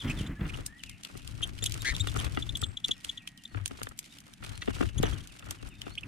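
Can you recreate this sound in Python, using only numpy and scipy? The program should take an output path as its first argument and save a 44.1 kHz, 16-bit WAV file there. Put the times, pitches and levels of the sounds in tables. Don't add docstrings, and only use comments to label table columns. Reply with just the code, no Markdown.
import sys
import numpy as np
from scipy import signal
from scipy.fft import rfft, irfft, next_fast_len
from scipy.io import wavfile
from scipy.ndimage import uniform_filter1d

SR = 44100
rng = np.random.default_rng(int(sys.argv[2]) if len(sys.argv) > 2 else 0)


def digitize_waveform(pressure):
    field = np.atleast_2d(pressure).T
    bounded = np.clip(field, -1, 1)
    quanta = np.round(bounded * 32767).astype(np.int16)
    wavfile.write(sys.argv[1], SR, quanta)


N = 267731
TIME = np.arange(N) / SR


def undb(db):
    return 10 ** (np.asarray(db) / 20)


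def unit(x):
    return x / np.sqrt(np.mean(x ** 2))


def curves(table, t=TIME):
    s, *columns = np.transpose(table)
    return [np.interp(t, s, column) for column in columns]


def sides(pan_db):
    gains = undb(np.array([[0.5], [-0.5]]) * pan_db)
    return gains / gains.mean(axis=0)


def add(out, start_s, sound):
    i = max(int(start_s * SR), 0)
    out[:, i:i + sound.shape[1]] += sound[:, :max(N - i, 0)]


def colour(x, points):
    n = next_fast_len(x.shape[-1], True)
    hz, db = np.transpose(points)
    bin_hz = np.arange(n // 2 + 1) * SR / n
    gain_db = np.interp(np.log(bin_hz + 1), np.log(hz), db)
    cepstrum = irfft(np.log(undb(gain_db)), n)
    cepstrum[1:n // 2] *= 2
    cepstrum[n // 2 + 1:] = 0
    response = np.exp(rfft(cepstrum))
    return irfft(rfft(x, n) * response, n)[..., :x.shape[-1]]


def walk(rate_hz, n=N):
    steps = np.arange(n) / SR * rate_hz
    count = int(steps[-1]) + 2
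    return np.interp(steps, np.arange(count), rng.standard_normal(count))


def pair(likeness, n=N):
    mid, side = rng.standard_normal((2, n))
    c = np.clip(likeness, -1, 1)
    return np.sqrt((1 + c) / 2) * mid + np.sqrt((1 - c) / 2) * side * np.array([[1], [-1]])


def turn(hz):
    return 2 * np.pi * np.cumsum(hz) / SR


def bouts(rows, attack_s, decay_s, rest_db):
    power = undb(rest_db) ** 2
    for s, length_s, db in rows:
        rise = np.clip(1 + (TIME - s) / attack_s, 0, 1)
        fall = np.exp(-np.maximum(TIME - s - length_s, 0) / decay_s)
        power = power + (undb(db) * rise * fall) ** 2
    return np.sqrt(power)


def strays(activity, above_db, most_db, count):
    slots = (np.arange(count) + rng.random(count)) / count
    at = (slots * (N - 1)).astype(int)
    level_db = 20 * np.log10(activity[at]) + above_db
    return zip(at / SR, np.minimum(level_db, most_db))


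def grains(rate_hz, spread_db, length_s, likeness):
    contact = rng.random(N) < rate_hz / SR
    strength = undb(spread_db * np.minimum(rng.exponential(size=N), 4)) * contact
    power = signal.lfilter([1], [1, -np.exp(-2 / (length_s * SR))], strength ** 2 + 1e-9)
    smoothed = uniform_filter1d(power, size=64)
    return pair(likeness) * np.sqrt(np.abs(smoothed))


def echo(x, t60_s, wet_db):
    t = TIME[:SR // 2]
    tail = pair(1.0, len(t)) * np.exp(-np.log(1000) * t / t60_s) * (t > 0.002)
    tail /= np.sqrt(np.sum(tail ** 2) / 2)
    return x + undb(wet_db) * signal.fftconvolve(x, tail, axes=1)[:, :N]


# frequency in Hz, relative density in dB per Hz.
WOODS_SPECTRUM = [(25, 1.5), (70, -4.5), (190, 5.5), (290, 1), (420, -37.5), (700, -16), (1100, -22.5),
                  (1900, -12), (3100, -17.5), (4500, -29), (9500, -30), (13000, -39), (16000, -87)]


def woods(level_db=-59):
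    swell_db = 1.2 * walk(3)
    return unit(colour(pair(0.81), WOODS_SPECTRUM)) * undb(level_db + swell_db)


# start in s, length in s, first pitch in Hz,
# level in dB before gain_db.
FALLING_SLURS = [(0, 0.029, 3644, -38.5), (0.166, 0.055, 3800, -42.5), (0.786, 0.032, 3340, -53),
                 (0.852, 0.067, 3100, -52), (0.907, 0.048, 3190, -54), (1.045, .035, 2980, -54),
                 (1.175, 0.045, 3240, -56), (2.933, .048, 3160, -58), (3.184, 0.047, 3020, -56.5),
                 (3.377, 0.026, 3260, -55), (4.706, 0.059, 3100, -54), (4.871, 0.033, 3150, -53),
                 (5.159, 0.028, 3170, -53), (5.28, 0.041, 3100, -58), (5.581, 0.038, 3160, -57),
                 (5.7, 0.053, 3050, -56.5), (5.83, 0.054, 3130, -57)]
SLUR_FALL_OCTAVES_PER_S = 9.3
# start in s, length in s, first pitch in Hz, last pitch in Hz,
# level in dB before gain_db.
FAR_NOTES = [(0.356, 0.051, 1680, 1840, -51.5), (0.675, 0.12, 1705, 2000, -53),
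             (2.58, 0.066, 7800, 7660, -52), (2.575, 0.034, 8550, 8400, -60),
             (2.644, 0.051, 7800, 7760, -65), (2.647, 0.032, 8600, 8400, -56),
             (2.919, 0.1, 5350, 5300, -67), (2.862, 0.79, 1900, 1878, -64.5),
             (3.48, 0.074, 4440, 4270, -67), (4.091, 0.032, 3450, 3800, -57),
             (4.533, 0.034, 4040, 4280, -50), (5.7, 0.155, 3650, 3630, -63),
             (5.908, 0.028, 4120, 4500, -53)]


def whistles(waver=0.017, gain_db=-1):
    out = np.zeros((2, N))
    slurs = []
    for s, length_s, hz, db in FALLING_SLURS:
        last_hz = hz / 2 ** (SLUR_FALL_OCTAVES_PER_S * length_s)
        slurs.append((s, length_s, hz, last_hz, db))
    for s, length_s, first_hz, last_hz, db in slurs + FAR_NOTES:
        u = np.linspace(0, 1, int(length_s * SR))
        glide_hz = first_hz * (last_hz / first_hz) ** u
        pitch_hz = glide_hz * (1 + waver * walk(600, len(u)))
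        flicker_db = 2.5 * walk(120, len(u))
        swell = np.sqrt(4 * u * (1 - u)) * undb(db + gain_db + flicker_db)
        add(out, s, np.sin(turn(pitch_hz)) * swell * sides(0))
    return out


# start in s, length in s,
# then, before the gains of the sounds they drive, tray wobble in dB, husk rustle in dB, tray scrape in dB.
HOP_BOUTS = [(0.012, 0.21, -49.5, -57, -60), (0.48, 0.12, -43.5, -56, -50.5), (0.865, 0.03, -48, -62, -74),
             (1.077, 0.022, -69, -57, -57), (1.163, 0.15, -46, -57.5, -60),
             (1.34, 0.24, -41.5, -57.5, -59.5), (1.642, 0.16, -38, -52, -54),
             (1.85, 0.052, -40.5, -45, -45), (1.946, 0.14, -36.5, -51, -53.5),
             (2.16, 0.086, -33.5, -48.5, -45), (2.27, 0.29, -40, -56.5, -58), (2.614, 0.058, -41, -66, -57),
             (2.87, 0.039, -52, -56.5, -62.5), (3.059, 0.023, -57, -53, -57),
             (3.552, 0.06, -42.5, -62.5, -54), (3.734, 0.12, -48, -64, -60.5), (4.05, 0.12, -77, -63, -74),
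             (4.437, 0.42, -46, -55.5, -56), (4.688, 0.17, -35, -56, -57), (4.968, 0.15, -33, -54, -52.5),
             (5.176, 0.36, -61, -61.5, -65.5), (5.46, 0.042, -44, -59.5, -52),
             (5.627, 0.018, -42, -58.5, -56), (5.822, 0.11, -47, -61.5, -58.5),
             (6.045, .05, -47, -73, -62.5)]
HOP_ATTACK_S, WOBBLE_DECAY_S, SEEDS_SETTLE_S = 0.048, 0.068, 0.052
RESTING_WOBBLE_DB, RESTING_HUSK_DB, RESTING_SCRAPE_DB = -70, -67, -70.5


def movement():
    s, length_s, wobble_db, husk_db, scrape_db = np.transpose(HOP_BOUTS)
    wobble = bouts(zip(s, length_s, wobble_db), HOP_ATTACK_S, WOBBLE_DECAY_S, RESTING_WOBBLE_DB)
    stirring = bouts(zip(s, length_s, husk_db), HOP_ATTACK_S, SEEDS_SETTLE_S, RESTING_HUSK_DB)
    scraping = bouts(zip(s, length_s, scrape_db), HOP_ATTACK_S, SEEDS_SETTLE_S, RESTING_SCRAPE_DB)
    return wobble, stirring, scraping


# frequency in Hz, relative gain in dB.
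HUSK_FILTER = [(1200, -31.5), (2200, 0.5), (3200, 2), (4500, -1.5), (7000, -5), (9700, -5.5),
               (11000, -13.5), (13500, -15), (16000, -56)]
# frequency in Hz, relative gain in dB.
SCRAPE_FILTER = [(150, -32.5), (300, 8), (450, -2), (650, -2), (950, -3), (1400, 2), (2100, -4.5),
                 (3200, -7.5), (6000, -41.5)]


def shuffling(stirring, scraping, husk_gain_db=1, scrape_gain_db=3.0):
    husk_grains = grains(rate_hz=600, spread_db=4.5, length_s=0.004, likeness=0.36)
    scrape_grains = grains(rate_hz=400, spread_db=4.2, length_s=0.004, likeness=-0.35)
    husks = unit(colour(husk_grains, HUSK_FILTER)) * stirring * undb(husk_gain_db)
    scrape = unit(colour(scrape_grains, SCRAPE_FILTER)) * scraping * undb(scrape_gain_db)
    cluster_db = 3 * walk(45)
    return (husks + scrape) * undb(cluster_db)


# frequency in Hz, relative density in dB per Hz.
SHAKE_SPECTRUM = [(20, -2), (40, 0), (65, 4), (88, -1.5), (106, 7), (130, -2), (200, -15), (300, -15),
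                  (450, -28.5), (800, -39), (2000, -64)]


def shaking(wobble, gain_db=0.0, pan_db=13):
    rumble = unit(colour(pair(-0.036), SHAKE_SPECTRUM))
    flicker_db = 3 * walk(30)
    return rumble * wobble * undb(gain_db + flicker_db) * sides(pan_db)


# start in s, length in s, level in dB before gain_db.
FLUTTER_BOUTS = [(.06, 0.036, -30.5), (.14, 0.18, -36), (.418, 0.031, -33), (.51, 0.12, -46),
                 (1.3, 0.23, -54.5), (1.73, 0.033, -49), (1.9, 0.67, -49), (4.99, 0.092, -41.5),
                 (5.08, 0.14, -45.5), (5.45, 0.49, -56.5), (6.045, .025, -44)]
FLUTTER_ATTACK_S, FLUTTER_DECAY_S = 0.039, 0.032
# frequency in Hz, relative density in dB per Hz.
FLUTTER_SPECTRUM = [(20, -16), (40, 7), (80, 0), (140, 1), (220, -4.5), (300, -5.5), (450, -20.5),
                    (800, -26.5), (2000, -21.5), (5000, -50.5)]
# time in s, level in dB before puff_db.
WING_PUFFS = [(0.056, -31), (.073, -26), (.21, -18), (.295, -22), (0.416, -16.5), (0.432, -34), (.453, -26),
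              (5.001, -14.5), (5.042, -17.5)]


def wings(push_hz=110, length_s=0.0016, puff_db=-1, eddy_db=2, gain_db=-1):
    effort = bouts(FLUTTER_BOUTS, FLUTTER_ATTACK_S, FLUTTER_DECAY_S, rest_db=-69.0)
    air = unit(colour(pair(1.0), FLUTTER_SPECTRUM))
    out = air * effort * undb(gain_db + eddy_db * walk(50))
    t = np.arange(4096) / SR
    for s, db in WING_PUFFS:
        wander = 0.25 * walk(205, len(t))
        swell = t / length_s * np.exp(1 - t / length_s)
        swing = np.sin(turn(push_hz * np.exp(wander))) * swell
        add(out, s, swing * undb(db + puff_db) * sides(0))
    return out


# start in s, length in s, level in dB before gain_db.
CLAW_SCRATCHES = [(.07, .05, -50), (.535, 0.021, -46), (2.15, 0.071, -43.5), (3.545, 0.013, -46),
                  (4.675, 0.032, -42), (4.823, 0.0063, -40), (5.034, 0.042, -40)]


def scratches(attack_s=0.0033, decay_s=0.0038, gain_db=0):
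    contacts = grains(rate_hz=900, spread_db=3.5, length_s=0.002, likeness=-0.3)
    rasp = unit(colour(contacts, SCRAPE_FILTER))
    return rasp * bouts(CLAW_SCRATCHES, attack_s, decay_s, rest_db=-np.inf) * undb(gain_db)


# centre in s, length in s (the swell spans 1.3 of it), pitch in Hz, sweep in Hz,
# arch in Hz, level in dB before gain_db, second voice in dB, octave in dB, twelfth in dB,
# roughness as a factor, left minus right in dB.
CHIP_CALLS = [(0.084, 0.018, 2830, -200, 100, -42, 1, -12, -26, 0.95, 0),
              (.107, 0.029, 2520, 150, 200, -31, -10, -24, -21, 0.9, -1),
              (0.269, 0.013, 3480, 245, 200, -41.5, -8, -13, -22, .4, 0),
              (0.499, .016, 2390, 298, 200, -38.5, -5, -29, -30, 0.7, -4),
              (.544, 0.014, 2940, -400, 200, -36.5, -7, -27, -24, 0.97, -2),
              (1.436, 0.022, 3174, 0, 280, -23.5, -8.5, -17, -15, 0.42, 4.5),
              (1.631, 0.014, 3580, 100, 60, -30, -14, 0, -15, 0.15, 4),
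              (1.665, 0.018, 3360, -2, 150, -28.5, -2, -13, -7, 0.43, 0),
              (1.811, 0.011, 3770, 0, 200, -40, -12, -7, -10, 0.4, 1),
              (1.952, 0.01, 3500, -200, 200, -32, -7, -17, -17, 0.6, 2),
              (2.009, 0.018, 3650, 448, 200, -25, -17, -7, -25, 0.3, 4),
              (2.195, 0.02, 3290, -270, 200, -35, -6, -16, -8, 1, 2),
              (2.264, 0.011, 3380, 112, 200, -42, -10, -16, -18, 0.46, -1),
              (4.624, 0.014, 1940, -450, 100, -36.5, -7, -9.5, -19, 1.22, 1),
              (4.986, 0.016, 3300, 450, 650, -36, -11, -2, -4, 0.2, 4),
              (5.04, 0.017, 3280, -400, 200, -37, 0, -10, -12, 0.5, -1),
              (5.065, 0.021, 2960, -160, 100, -37.5, -9, -10, -17, 0.75, -3),
              (5.135, .016, 3220, 250, 350, -42, -16, -10, -12, 0.25, 5),
              (5.209, 0.016, 3210, 150, 300, -50, -18, -15, -15, 0.1, 9),
              (5.983, 0.014, 2850, 750, 250, -30.5, -2, -33, -24, 0.35, -3.5),
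              (6.036, 0.0076, 2590, 30, 150, -33, -11, -26, -38, 0.3, -7)]
# centre in s, length in s (the swell spans 1.3 of it),
# pitch in Hz, level in dB before gain_db.
TIK_CALLS = [(2.087, 0.0095, 3500, -30.5), (2.353, 0.0073, 3460, -43), (2.427, 0.0089, 3440, -27),
             (2.495, 0.0076, 3500, -26), (2.557, 0.01, 3410, -24.5), (2.64, 0.014, 3490, -23),
             (2.774, 0.0083, 3380, -26.5), (2.848, 0.01, 3450, -18.5), (2.916, .012, 3390, -18.5),
             (3.097, .012, 3375, -25), (3.179, 0.01, 3410, -32), (3.456, 0.0067, 3460, -33)]
TIK_SECOND_DB, TIK_OCTAVE_DB, TIK_TWELFTH_DB, TIK_ROUGH, TIK_PAN_DB = -12, -20.5, -32, 0.41, 3


def chips(split_hz=380, tik_sweep_hz=-200, tik_arch_hz=330, side_db=-5, jitter=0.063, rasp_db=-17,
          gain_db=-1):
    out = np.zeros((2, N))
    tiks = [(s, length_s, hz, tik_sweep_hz, tik_arch_hz, db,
             TIK_SECOND_DB, TIK_OCTAVE_DB, TIK_TWELFTH_DB, TIK_ROUGH, TIK_PAN_DB)
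            for s, length_s, hz, db in TIK_CALLS]
    for call in tiks + CHIP_CALLS:
        s, length_s, hz, sweep_hz, arch_hz, db, second_db, octave_db, twelfth_db, rough, pan_db = call
        u = np.linspace(-1, 1, int(1.3 * length_s * SR))
        contour_hz = hz + sweep_hz * u / 2 + arch_hz * (0.15 - u ** 2)
        pitch_hz = contour_hz * (1 + jitter * rough * walk(917, len(u)))
        main = turn(pitch_hz) + np.array([[0], [0.74]])
        beat = turn(split_hz * (1 + 0.17 * walk(190, len(u)))) + rng.uniform(0, 2 * np.pi)
        voices = []
        for k in (1, 2, 3):
            second = np.sin(k * main + beat) + undb(side_db) * np.sin(k * main - beat)
            voices.append(np.sin(k * main) + undb(second_db) * second)
        tone, octave, twelfth = voices
        for part, part_db in [(octave, octave_db), (twelfth, twelfth_db)]:
            tone = tone + part * undb(part_db + 8 * rough * walk(700, len(u)))
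        rasp = rough * undb(rasp_db) * unit(colour(pair(0.69, len(u)), HUSK_FILTER))
        swell = np.cos(np.pi * u / 2) ** 1.42
        add(out, s - len(u) / SR / 2, (tone + rasp) * swell * undb(db + gain_db) * sides(pan_db))
    return out


# time in s, level in dB before gain_db, body below about 4.3 kHz in dB before body_gain_db.
BRIGHT_BURSTS = [(0.6627, -23, -23), (0.8354, -36.5, 4.5), (0.8948, -36.5, -5), (1.034, -38.5, -4),
                 (1.0481, -34.5, -3.5), (1.1741, -38, -28), (1.275, -37, -1.5), (1.4734, -40.5, -25),
                 (1.579, -49, 4), (1.588, -47, 5), (1.6392, -21.5, -11), (1.6578, -29, -19),
                 (1.6611, -22, -8.5), (1.695, -38.5, -6.5), (1.721, -30, -7.5), (1.7405, -31.5, -5),
                 (1.8193, -29.5, -13), (1.964, -32.5, -1), (2.072, -34, 1), (2.141, -39, -21),
                 (2.172, -32, -17), (2.1995, -34, -3), (2.571, -29.5, -14), (2.616, -28, -9),
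                 (2.8598, -42, -8), (2.8828, -31, -7.5), (2.979, -49.5, -6), (3.046, -29.5, -6.5),
                 (3.2745, -34.5, 0.5), (3.3752, -45, -9), (3.4365, -43, -8), (3.6582, -22, -8.5),
                 (3.6776, -30, -13), (3.8165, -51, -14), (3.8314, -25.5, -15), (3.8883, -38.5, -25),
                 (3.9764, -44, -21), (3.9895, -26, -15.5), (4.1849, -44, -6), (4.2038, -43, -25),
                 (4.336, -43.5, -5.5), (4.4468, -39.5, -2.5), (4.5762, -41, -7), (4.8889, -47.5, 7.5),
                 (5.028, -28.5, -3), (5.102, -51, -3), (5.273, -41, -13), (5.3931, -44, -4),
                 (5.46, -47, -14), (5.508, -24.5, -17), (5.6885, -47, -16), (5.8161, -36, -1),
                 (5.953, -47.5, -1)]
# frequency in Hz, relative gain in dB.
CRACK_FILTER = [(300, -20), (1200, -2), (2200, 11.5), (3100, 19.5), (4200, 13.5), (6000, 15), (9500, 14),
                (11000, 8.5), (13500, 6.5), (16000, -14)]
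SNAP_S = 0.001


def cracks(stirring, nibble_body_db=-5, tail_s=0.0061, tail_db=-19, onset_s=0.0027, onset_db=-18,
           splinter_db=4, husk_db=1.5, body_gain_db=9, gain_db=-9):
    out = np.zeros((2, N))
    t = np.arange(-512, 2048) / SR
    after = np.maximum(t, 0)
    hz, shape_db = np.transpose(CRACK_FILTER)
    nibbles = [(s, db, nibble_body_db)
               for s, db in strays(stirring, above_db=15, most_db=-51, count=22)]
    for s, db, body_db in BRIGHT_BURSTS + nibbles:
        snap = np.exp(-after / SNAP_S) + undb(tail_db) * np.exp(-after / tail_s)
        snap *= 1 - np.exp(-after / 0.00011)
        onset = undb(onset_db) * np.exp(-np.abs(t) / onset_s)
        burst = pair(0, len(t)) * (snap + onset) * undb(splinter_db * walk(2525, len(t)))
        burst /= np.sqrt(np.sum(burst ** 2) / 2 / (SR / 1000))
        body = (body_db + body_gain_db) / (1 + (hz / 4300) ** 6)
        own_db = shape_db + husk_db * rng.standard_normal(len(hz)) + body
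        pan_db = 0.9 + 1.0 * rng.standard_normal()
        crack = colour(burst, np.c_[hz, own_db])
        add(out, s + t[0] + 0.0007, crack * undb(db + gain_db) * sides(pan_db))
    return out


# time in s, level in dB before gain_db,
# boom in dB before boom_gain_db, clack in relative dB.
TRAY_KNOCKS = [(.408, -42, -7, 4.5), (.453, -42, -8, 1.5), (.586, -41, 5, -1), (1.151, -44, 6, -5),
               (1.4071, -37, -7, -8), (1.623, -43.5, 9, 13), (2.0703, -31.5, -1.5, 3), (2.149, -39, 0, -12),
               (2.161, -25.5, -4, -24), (2.372, -19, -5, -5), (2.625, -29.5, -2.5, -26),
               (2.8886, -42.5, 10, 9), (3.5455, -39, 2, -4), (3.709, -38, 4.5, -22),
               (3.8154, -34.5, -8, -11), (3.8687, -38.5, -10, -2), (3.9111, -40.5, -11, -20),
               (4.425, -37, -18, -12), (4.484, -44, -6, -6), (4.621, -37, -25, 10), (4.675, -36, 6, -5),
               (4.6801, -30, 10, -0.5), (4.807, -24.5, 7.5, -22), (4.8277, -28.5, 3.5, -3.5),
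               (5.0323, -23.5, 6, -20), (5.424, -41, -11, 2), (5.476, -45, -3, -4), (5.6274, -43.5, 3, -14),
               (5.8662, -44.5, 11, 3)]
# frequency in Hz, relative level in dB, t60 in s.
TRAY_MODES = [(105, -11, 0.068), (189, -2.5, 0.11), (261, 3.5, 0.1), (342, -1, 0.082), (430.5, 5.5, 0.044),
              (626, -5, 0.018), (688, -8.5, 0.11), (790, 4.5, 0.013), (1020, -0.5, 0.011),
              (1204, 7.5, 0.016), (1390, 8, 0.016), (1685, 4, 0.0069), (1850, 1, 0.027), (1956, 7, 0.016),
              (2660, -8, 0.005), (2770, 5.5, 0.025), (3484, 4, 0.016), (3930, -16, 0.015),
              (4550, -3, 0.0083)]
CONTACT_S = 0.003


def knocks(scraping, step_boom_db=-3, step_clack_db=1, grit=0.43, scatter_db=0.0, boom_gain_db=1,
           shake_hz=1100, shake_rad=2.8, crunch_db=3, crunch_s=0.0065, gain_db=-10):
    out = np.zeros((2, N))
    t = np.arange(8192) / SR
    hz, mode_db, t60_s = np.transpose(TRAY_MODES)[:, :, None]
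    low = 1 / (1 + (hz / 900) ** 6)
    high = 1 / (1 + (2150 / hz) ** 8)
    shake = 1 / (1 + (hz / shake_hz) ** 4)
    steps = [(s, db, step_boom_db, step_clack_db)
             for s, db in strays(scraping, above_db=4.5, most_db=-44, count=8)]
    for s, db, boom_db, clack_db in TRAY_KNOCKS + steps:
        level_chance, pitch_chance = rng.standard_normal((2, len(hz), 1))
        ring_db = mode_db + low * (boom_db + boom_gain_db) + high * clack_db + scatter_db * level_chance
        rings = undb(ring_db) * np.exp(-np.log(1000) * t / t60_s)
        phase = 2 * np.pi * hz * (1 + 0.023 * pitch_chance) * t
        phase += np.pi * np.arange(len(hz))[:, None]
        left = (rings * (1 + shake) * np.sin(phase)).sum(0)
        right = (rings * np.sin(phase + shake_rad * shake)).sum(0)
        ports = np.array([left, right])
        push = grit * rng.standard_normal(len(t)) * np.exp(-t / CONTACT_S) / np.sqrt(CONTACT_S * SR / 2)
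        push[0] += 1
        ring = signal.fftconvolve(ports, push[None])[:, :len(t)]
        ring *= np.linalg.norm(ports) / np.linalg.norm(ring)
        crunch = undb(crunch_db + 7.6 * walk(507, len(t))) * np.exp(-t / crunch_s)
        seeds = unit(colour(pair(-0.54, len(t)), SCRAPE_FILTER)) * crunch
        onset = 1 - np.exp(-t / 0.00043)
        add(out, s + 0.00056, (ring + seeds) * onset * undb(db + gain_db))
    return out


# time in s, centre pitch in Hz, level in dB before throb and overtones.
BUZZ_CURVE = [(1.847, 1610, -36), (1.851, 1700, -27.5), (1.862, 1860, -27), (1.878, 1912, -24.5),
              (1.902, 1940, -26.5), (1.914, 2010, -34), (1.926, 1740, -36), (1.931, 1750, -60)]


def buzz(trill_hz=133, depth_hz=260, throb=0.3, rough=0.037, pan_db=5):
    t = np.arange(BUZZ_CURVE[0][0], BUZZ_CURVE[-1][0], 1 / SR)
    hz, db = curves(BUZZ_CURVE, t)
    effort = np.sqrt(undb(db - db.max()))
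    trill = np.sin(turn(trill_hz * (1 + 0.039 * walk(84, len(t)))))
    pitch_hz = (hz + depth_hz * effort * trill) * (1 + rough * walk(1505, len(t)))
    phase = turn(pitch_hz) + np.array([[0], [0.8]])
    tone = 0
    for k, part_db in enumerate([-2.0, -9, -12, -16]):
        tone = tone + undb(part_db) * effort ** k * np.sin((k + 1) * phase)
    out = np.zeros((2, N))
    add(out, t[0], tone * (1 + throb * trill) * undb(db) * sides(pan_db))
    return out


# time in s, level in dB before gain_db, centre pitch in Hz, swell in s.
TRAY_THUMPS = [(1.904, -25.5, 48, 0.0096), (1.999, -24, 92.3, .012), (2.259, -29, 74, 0.0085),
               (2.628, -25, 79, 0.0053), (2.66, -35.5, 87, 0.019), (3.554, -27.5, 104, 0.011),
               (3.593, -32.5, 98, 0.023), (5.083, -27, 62.4, 0.022)]


def thumps(pan_db=15, gain_db=0):
    out = np.zeros((2, N))
    t = np.arange(8192) / SR
    for s, db, hz, swell_s in TRAY_THUMPS:
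        swell = (t / swell_s * np.exp(1 - t / swell_s)) ** 2
        swing = np.sin(turn(hz * (1 + 0.035 * walk(75, len(t)))))
        add(out, s, swing * swell * undb(db + gain_db) * sides(pan_db))
    return out


def scene():
    wobble, stirring, scraping = movement()
    far = echo(whistles(), t60_s=0.3, wet_db=-3)
    near = echo(chips() + cracks(stirring) + knocks(scraping) + buzz(), t60_s=0.083, wet_db=-17)
    handling = shuffling(stirring, scraping) + shaking(wobble) + scratches() + thumps()
    return woods() + far + handling + wings() + near


def record(dry):
    bass_cut = signal.butter(2, 18, "high", fs=SR, output="sos")
    top_cut = signal.ellip(8, 0.2, 70, 16300, fs=SR, output="sos")
    return signal.sosfilt(np.vstack([bass_cut, top_cut]), dry)


dry = scene()
out = record(dry)
digitize_waveform(out)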